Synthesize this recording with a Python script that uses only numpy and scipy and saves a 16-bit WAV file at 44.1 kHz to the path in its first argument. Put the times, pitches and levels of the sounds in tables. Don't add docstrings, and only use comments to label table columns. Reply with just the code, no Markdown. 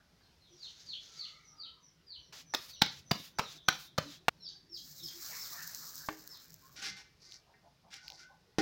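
import sys
import numpy as np
from scipy import signal
from scipy.fft import rfft, irfft
from scipy.io import wavfile
from scipy.ndimage import map_coordinates

SR = 44100
rng = np.random.default_rng(int(sys.argv[2]) if len(sys.argv) > 2 else 0)


def master_out(mix):
    frames = np.transpose(np.atleast_2d(mix))
    ceiling = np.clip(frames, -1, 1)
    pcm = np.round(ceiling * 32767).astype(np.int16)
    wavfile.write(sys.argv[1], SR, pcm)


N = 379701
TIME = np.arange(N) / SR
AGE = TIME[:SR // 2]


def undb(db):
    return 10 ** (np.asarray(db) / 20)


def unit(x):
    return x / np.sqrt(np.mean(x ** 2))


def norm(response):
    return response / np.sqrt(np.sum(response ** 2))


def add(track, s, sound):
    start = max(int(s * SR), 0)
    track[start:start + len(sound)] += sound[:max(N - start, 0)]


def through(x, response):
    return signal.fftconvolve(x, response)[:len(x)]


def colour(x, points, size=4096):
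    hz, db = np.transpose(points)
    grid = np.maximum(np.arange(size // 2 + 1) * SR / size, 1)
    skirts = np.minimum(grid / hz[0], 1) ** 2 * np.minimum(hz[-1] / grid, 1) ** 2
    shape = undb(np.interp(np.log(grid), np.log(hz), db))
    gain = unit(shape * skirts)
    cepstrum = irfft(np.log(gain))
    cepstrum[1:size // 2] *= 2
    cepstrum[size // 2 + 1:] = 0
    return through(x, irfft(np.exp(rfft(cepstrum))))


def fade(t60):
    return np.exp(-np.log(1000) * AGE / t60)


def burst(t60):
    return rng.standard_normal(len(AGE)) * fade(t60)


def walk(rate):
    knots = np.arange(0, TIME[-1] + 1, 1 / rate)
    return np.interp(TIME, knots, rng.standard_normal(len(knots)))


def grains(rate, spread_db):
    sizes = undb(spread_db * np.minimum(rng.exponential(size=N), 5))
    happens = rng.random(N) < rate / SR
    return unit(happens * sizes * rng.choice([-1, 1], N))


def flicker(points, depth_db, rate, count=12):
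    edges = np.geomspace(points[0][0] / 2, points[-1][0] * 2, count + 1)
    total = np.zeros(N)
    for pair in zip(edges, edges[1:]):
        band_filter = signal.butter(2, pair, "band", fs=SR, output="sos")
        band = signal.sosfilt(band_filter, rng.standard_normal(N))
        total += band * undb(depth_db * walk(rate))
    return unit(colour(total, points))


def modes(table):
    return sum(undb(db) * np.sin(2 * np.pi * hz * AGE) * fade(t60) for hz, t60, db in table)


def stroke(s, length, attack_s, release_s):
    age = TIME - s
    release = np.clip((age - length) / release_s, 0, 2)
    return np.clip(age / attack_s, 0, 1) * np.exp(-np.log(1000) * release)


def strokes(table, attack_s, release_s):
    return sum(undb(db) * stroke(s, length, attack_s, release_s) for s, length, db in table)


def nearby(x, reach_s, count=6):
    taps = np.zeros(len(AGE))
    delays_s = rng.uniform(.1, 1, count) * reach_s
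    taps[(delays_s * SR).astype(int)] = rng.choice([-1, 1], count)
    return through(x, norm(taps))


def echo(x, t60, gap_s):
    lowpass = signal.butter(4, 7000, fs=SR, output="sos")
    tail = signal.sosfilt(lowpass, burst(t60)) + .3 * burst(t60 / 2)
    tail = tail * np.clip(AGE / gap_s - 1, 0, 1)
    return through(x, norm(tail))


def thump(width_s, rebound=0.36, low_hz=160):
    u = AGE / width_s
    pulse = -u * np.exp(1 - u) + rebound ** 2 * u * np.exp(1 - rebound * u)
    return signal.sosfilt(signal.butter(3, low_hz, "high", fs=SR, output="sos"), pulse)


# f/Hz, level/dB
FLAME = [(60, -3), (110, -7.5), (160, 3), (220, -11), (330, -9.5)]
# f/Hz, level/dB
FAR_BLUR = [(450, 0), (2000, -3)]
# f/Hz, level/dB
YARD = [(50, -3), (130, -4.5), (500, -18), (2600, -21.5), (5200, -17), (8000, -32.5), (16000, -34)]
FIRE_DB, FAR_DB, YARD_DB = -74.5, -77, -71
FLARE_DB, FLARE_S, FLARE_LENGTH_S = -72.5, 2.275, 4.73


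def background():
    flare = undb(FLARE_DB) * stroke(FLARE_S, FLARE_LENGTH_S, attack_s=0.034, release_s=0.68)
    fire = (undb(FIRE_DB) + flare) * flicker(FLAME, depth_db=6.5, rate=14)
    far = undb(FAR_DB) * flicker(FAR_BLUR, depth_db=7.5, rate=9, count=30)
    air = undb(YARD_DB + walk(3.9)) * colour(rng.standard_normal(N), YARD)
    return fire + far + air


# t/s, level/dB
CHIRPS = [(.175, -72), (.568, -51), (.84, -45), (1.15, -47), (1.56, -48.5), (2.058, -51), (2.66, -53.5)]
# t/s, level/dB
HOOKS = [(4.400, -47), (4.688, -47), (5.000, -46.5), (5.368, -50), (6.268, -52)]
# t/s, level/dB
PEEPS = [(.47, -67), (1.42, -64.5), (1.795, -65.5), (2.165, -69.5), (2.44, -60.5), (2.701, -58),
         (3.039, -59), (3.33, -58), (3.629, -59)]
# t/s, level/dB
SLURS = [(.385, -63.5), (2.755, -54), (3.11, -56), (3.39, -52.5), (3.5, -61.5), (3.78, -63), (4.02, -56),
         (4.375, -58.5), (4.935, -56.5)]
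# length/s, start f/Hz, end f/Hz,
# bend (1 falls straight, 3 is held then dropped), loudness near the end (0-1)
CHIRP = (.118, 4950, 2600, 1.9, 0.45)
HOOK = (.096, 5500, 2755, 3.1, 0.58)
PEEP = (.105, 6130, 5220, 1.8, 0.45)
SLUR = (.125, 4450, 3000, 1.3, 0.2)
HOOK_OCTAVE_DB = 8


def birds(waver=.021, flutter_db=5, echo_db=-1, near_db=-9):
    out = np.zeros(N)
    wobble = waver * walk(900)
    flutter = undb(flutter_db * walk(220))
    kinds = [(CHIRPS, CHIRP), (HOOKS, HOOK), (PEEPS, PEEP), (SLURS, SLUR)]
    for calls, (length, start_hz, end_hz, bend, end_level) in kinds:
        u = np.linspace(0, 1, int(length * SR))
        loudness = np.interp(u, [0, .22, .36, .58, .9, 1], [0, .25, .75, 1, end_level, 0])
        for s, db in calls:
            unsteady = 1 + 2 * u ** (bend / 2) * wobble[int(s * SR):][:len(u)]
            hz = (start_hz + (end_hz - start_hz) * u ** bend) * unsteady
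            phase = 2 * np.pi * np.cumsum(hz) / SR
            whistle = np.sin(phase)
            if calls is HOOKS:
                low_end = 1 / (1 + (hz / 3250) ** 30)
                whistle = whistle + undb(HOOK_OCTAVE_DB) * low_end * np.sin(2 * phase)
            add(out, s, undb(db) * loudness * whistle)
    out = out * flutter
    close = undb(near_db) * nearby(out, reach_s=0.05)
    return out + close + undb(echo_db) * echo(out, t60=0.36, gap_s=0.005)


# t/s, f/Hz, level/dB
COOS = [(.49, 339, -66), (4.03, 287, -54), (4.68, 335, -65), (4.999, 326.6, -61), (5.12, 344, -62)]
# t/s, level/dB
HOOTS = [(6.96, -69), (7.46, -68), (7.62, -63), (7.825, -64.5), (8.015, -66), (8.08, -61), (8.28, -62)]
# t/s, length/s, f/Hz, level/dB
FAR_TONES = [(1.044, 0.44, 1305, -71.5), (1.08, 0.46, 2144, -70), (1.427, 0.39, 1290, -71),
             (6.597, 0.13, 1047, -67)]
COO_S, HOOT_S, HOOT_HZ = 0.085, 0.044, 850


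def distance(rasp=0.222, waver=.06, coo_waver=0.036):
    out = np.zeros(N)
    hoarse, wavering = rasp * walk(500), walk(70)
    calls = [(s, HOOT_S, HOOT_HZ, db, hoarse) for s, db in HOOTS]
    calls += [(s, COO_S, hz, db, coo_waver * wavering) for s, hz, db in COOS]
    calls += [(*row, waver * wavering) for row in FAR_TONES]
    for s, length, hz, db, unsteady in calls:
        u = np.linspace(0, 1, int(length * SR))
        pitch = hz * (1 + unsteady[int(s * SR):][:len(u)])
        tone = np.sin(2 * np.pi * np.cumsum(pitch) / SR)
        add(out, s, undb(db) * np.sin(np.pi * u) * tone)
    return echo(out, t60=0.26, gap_s=0.0021)


# t/s, length/s, level/dB
STRAW = [(.5, 0.43, -61.5), (.98, 0.21, -56)]
# f/Hz, level/dB
STALKS = [(300, -2.5), (900, -9), (1500, -1.5), (2700, -2), (3800, 9.5), (6500, 7.5), (8500, -16),
          (15400, -17)]
STRAW_ATTACK_S, STRAW_RELEASE_S = 0.15, 0.79


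def straw():
    slide = strokes(STRAW, STRAW_ATTACK_S, STRAW_RELEASE_S) * undb(2.0 * walk(31.06))
    return colour(slide * grains(3200, spread_db=0.5), STALKS)


# t/s, air thump level/dB, air pocket f/Hz, pocket level/dB, smack level/dB, skin crack level/dB
PATS = [(2.5470, -29.5, 1720, -30, -30, -21.5), (2.8195, -11, 693, -13, -20, -14),
        (3.1135, -12, 603, -18, -27.5, -20), (3.3940, -21, 815, -16.5, -24, -33),
        (3.6857, -18, 1265, -11, -21.5, -16), (3.9834, -14.5, 480, -18.5, -27.5, -26),
        (4.2828, -14.5, 1304, -13.5, -18, -25), (6.0872, -33.5, 942, -21, -32.5, -70)]
FINGERS = [2.5380, 2.8159, 3.1106, 3.3860, 3.6826, 3.979]
# f/Hz, level/dB
SMACK = [(150, -19), (400, -3.5), (700, 1.5), (1800, 1), (4000, -9.5), (7000, -20.5), (12000, -32)]
# f/Hz, level/dB
CRACK = [(800, -28.5), (2400, -6), (3800, 4), (5500, -0.5), (7000, -12), (8500, -24.5), (13500, -20.5),
         (15300, -11.5)]
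PATTING_FROM_S, PATTING_TO_S = 2.324, 4.293
THUMP_CYCLES = 0.39
POCKET_T60, POCKET_RISE = .014, 0.23
WALL_S, BOOM_HZ, BOOM_T60 = .0428, 150.6, 0.32
SAG_S, SAG_DB = 3.2, -33
LAST_FLAP_S = PATS[-1][0]


def pats(finger_db=-30, finger_crack_db=-3, near_db=-9, wall_db=-23, echo_db=-14.0,
         snap_db=7, snap_s=.0001, boom_db=-35):
    out = np.zeros(N)
    for s in FINGERS:
        lead_s = min(row[0] for row in PATS if row[0] > s) - s
        press = burst(0.08) * np.clip(1 - (AGE - lead_s) / lead_s, 0, 1)
        touch = colour(press, SMACK) + undb(finger_crack_db) * colour(press, CRACK)
        add(out, s, undb(finger_db) * touch)
    for s, thump_db, hollow_hz, hollow_db, smack_db, crack_db in PATS:
        pocket = fade(POCKET_T60)
        pocket_hz = hollow_hz * (1 + POCKET_RISE * (1 - pocket))
        hollow = np.sin(2 * np.pi * np.cumsum(pocket_hz) / SR) * pocket
        skin = undb(smack_db) * colour(burst(0.039), SMACK) + undb(crack_db) * colour(burst(0.021), CRACK)
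        slap = skin + undb(smack_db + snap_db) * thump(snap_s)
        air = undb(hollow_db) * hollow + undb(thump_db) * thump(THUMP_CYCLES / hollow_hz)
        direct = slap + air
        sound = direct + undb(near_db) * nearby(direct, reach_s=0.0046)
        sound = sound + undb(wall_db) * np.roll(direct, int(WALL_S * SR))
        sound = sound + undb(echo_db) * echo(slap + air / 2, t60=0.31, gap_s=0.007)
        sound = sound + modes([(BOOM_HZ, BOOM_T60, thump_db + boom_db)])
        if s < PATTING_TO_S:
            sound = sound * np.clip(.5 + (PATTING_TO_S - s - AGE) / .004, 0, 1)
        add(out, s, sound)
    add(out, PATTING_FROM_S, undb(-53.5) * colour(burst(0.23), SMACK))
    add(out, SAG_S, undb(SAG_DB) * thump(0.0023))
    return out


# f/Hz, level/dB
HISS = [(400, -13), (2200, -1), (5000, 5.5), (7000, -1.5), (8500, -16)]
# f/Hz, level/dB
TOP_HISS = [(9000, -11.5), (15400, -3.5)]


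def hiss(db=-56, hold_s=0.175, top_db=-60, weak_db=-8):
    openings = [(PATTING_FROM_S, hold_s / 2)] + [(s, hold_s) for s in FINGERS]
    gains = [stroke(s, length, attack_s=0.0038, release_s=.12) for s, length in openings]
    top_gain = sum(gains[1::2]) + undb(weak_db) * sum(gains[::2])
    body = undb(db) * sum(gains) * colour(rng.standard_normal(N), HISS)
    top = undb(top_db) * top_gain * colour(rng.standard_normal(N), TOP_HISS)
    return (body + top) * undb(2.5 * walk(40))


# f/Hz, level/dB
FRY = [(3100, -22.5), (4000, -5), (5300, -0.5), (7300, -4.5), (9500, -22), (12500, -8), (15200, -3.5)]
# f/Hz, level/dB
STEAM = [(650, -10.5), (1300, -1.5), (2100, 0.5), (2800, -11)]
# t/s, level/dB
SPITS = [(5.676, -30.5), (5.7477, -31), (5.9562, -34), (6.276, -35), (6.505, -39), (6.542, -37.5)]
LAY_S, FLAT_S = 4.7, 5.323
FRY_DB, TOUCH_DB, DRY_DB_PER_S = -46, -12.5, 5
SEAL_DB, SEALED_DB_PER_S = -6.5, 12.5
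STEAM_DB, STEAM_RISE_DB_PER_S, STEAM_FALL_DB_PER_S = -54, 58.5, 14
STEAM_SINK = .82
CRACKLE_DB, CRACKLE_PER_S = -57, 55


def sizzle(attack_s=0.13, length_s=2.06):
    contact = stroke(LAY_S, length_s, attack_s, release_s=0.041)
    spreading, drying = np.maximum(FLAT_S - TIME, 0), np.maximum(TIME - FLAT_S, 0)
    sealed = np.maximum(TIME - LAST_FLAP_S, 0)
    fry_db = FRY_DB + TOUCH_DB * spreading / (FLAT_S - LAY_S) - DRY_DB_PER_S * drying
    fry_db = fry_db + SEAL_DB * (sealed > 0) - SEALED_DB_PER_S * sealed
    rate = np.interp(TIME, [5.9, 6.3], [7000, 3500])
    boil = unit(grains(rate, spread_db=3.0) / np.sqrt(rate)) + .5 * rng.standard_normal(N)
    fry = undb(fry_db + 2.3 * walk(49)) * contact * unit(boil)

    steam_db = STEAM_DB - STEAM_RISE_DB_PER_S * spreading - STEAM_FALL_DB_PER_S * drying
    sinking = np.interp(TIME, [FLAT_S, FLAT_S + .5], [1, STEAM_SINK])
    steam = map_coordinates(flicker(STEAM, depth_db=5.0, rate=24), [np.cumsum(sinking)], mode="mirror")
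    steam = undb(steam_db) * contact * steam

    crackle_gain = undb(CRACKLE_DB - 2 * DRY_DB_PER_S * drying) * contact * (TIME > FLAT_S)
    pops = crackle_gain * grains(CRACKLE_PER_S, spread_db=2.0)
    for s, db in SPITS:
        add(pops, s, undb(db) * burst(0.0032))
    bright_pops = np.gradient(pops) + np.diff(pops, prepend=0) / 2
    return colour(fry + bright_pops, FRY) + steam


# t/s, length/s, level/dB
SCRAPES = [(6.755, 0.057, -51.5), (6.815, 0.074, -42), (6.96, 0.041, -53), (7.90, 0.065, -54),
           (8.17, 0.071, -65.5)]
# f/Hz, level/dB
CRUST = [(250, -16), (1050, -16), (1550, -0.5), (2700, -4.5), (5600, 1.5), (8300, -17), (15500, -28.5)]
# t/s, level/dB
CATCHES = [(6.765, -44), (6.828, -34), (7.941, -31)]
# f/Hz, time to fall 60 dB/s, level/dB
IRON = [(313, 0.21, 3.5), (417, 0.31, -5), (791, 0.11, 1), (1443, 0.17, -8), (1520, 0.17, -5.5),
        (1860, 0.13, -7), (2076, 0.19, -8.5), (2303, 0.15, -13)]
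# t/s, length/s, level/dB
SINGS = [(7.94, 0.13, -64), (8.185, 0.081, -59.5)]
SCRAPE_ATTACK_S, SCRAPE_RELEASE_S = 0.012, 0.12
SING_HZ, SING_WAVER = 1486, .035
FLOP_S = 8.5845


def griddle(rub_db=-1, ring_db=-7, flop_db=-12, flop_ring_db=-30, flop_smack_db=-27):
    ring = modes(IRON)
    push = strokes(SCRAPES, SCRAPE_ATTACK_S, SCRAPE_RELEASE_S)
    rub = push * undb(rub_db + 2 * walk(60)) * grains(5000, spread_db=2.0)
    for s, db in CATCHES:
        add(rub, s, undb(db) * burst(0.0057))
    bright = np.diff(ring, 2)
    out = colour(rub, CRUST) + undb(ring_db) * through(rub, norm(bright))
    sing = np.sin(2 * np.pi * np.cumsum(SING_HZ * (1 + SING_WAVER * walk(200))) / SR)
    out = out + strokes(SINGS, SCRAPE_ATTACK_S, release_s=0.24) * undb(2 * walk(60)) * sing
    out = out + undb(-9.5) * nearby(out, reach_s=.012)
    flop = undb(flop_db) * thump(0.00038) + undb(flop_ring_db) * ring
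    flop = flop + undb(flop_smack_db) * colour(burst(0.025), SMACK)
    flop = flop + undb(-33.5) * colour(burst(0.14), CRUST)
    add(out, FLOP_S, flop)
    add(out, 7.54, undb(-57) * modes(IRON[5:]))
    add(out, LAST_FLAP_S, undb(-46.5) * modes(IRON[:2]))
    return out + undb(-10.0) * echo(out, t60=0.36, gap_s=0.0021)


# t/s, length/s, level/dB
RUSTLES = [(7.19, 0.098, -59), (7.30, 0.043, -52), (8.0, 0.23, -60)]
# f/Hz, level/dB
FLAKES = [(3400, -12), (4600, 4.5), (6000, 0.5), (8300, -20.5)]
# t/s, level/dB
SNAPS = [(7.322, -38), (8.081, -34), (8.102, -34), (8.121, -39)]


def crust(ring_db=-13):
    rustle = strokes(RUSTLES, attack_s=0.049, release_s=0.17) * grains(1200, spread_db=2.0)
    snaps = np.zeros(N)
    for s, db in SNAPS:
        add(snaps, s, undb(db) * burst(0.004))
    ringing = through(rustle, norm(np.diff(modes(IRON), 2)))
    return colour(rustle, FLAKES) + colour(snaps, CRACK) + undb(ring_db) * ringing


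def scene():
    yard = background() + birds() + distance()
    handling = straw() + pats() + hiss()
    baking = sizzle() + griddle() + crust()
    return (yard + handling + baking)[None]


TOP_HZ = 16000


def record(dry):
    return signal.sosfilt(signal.ellip(10, .2, 70, TOP_HZ, fs=SR, output="sos"), dry)


dry = scene()
out = record(dry)
master_out(out)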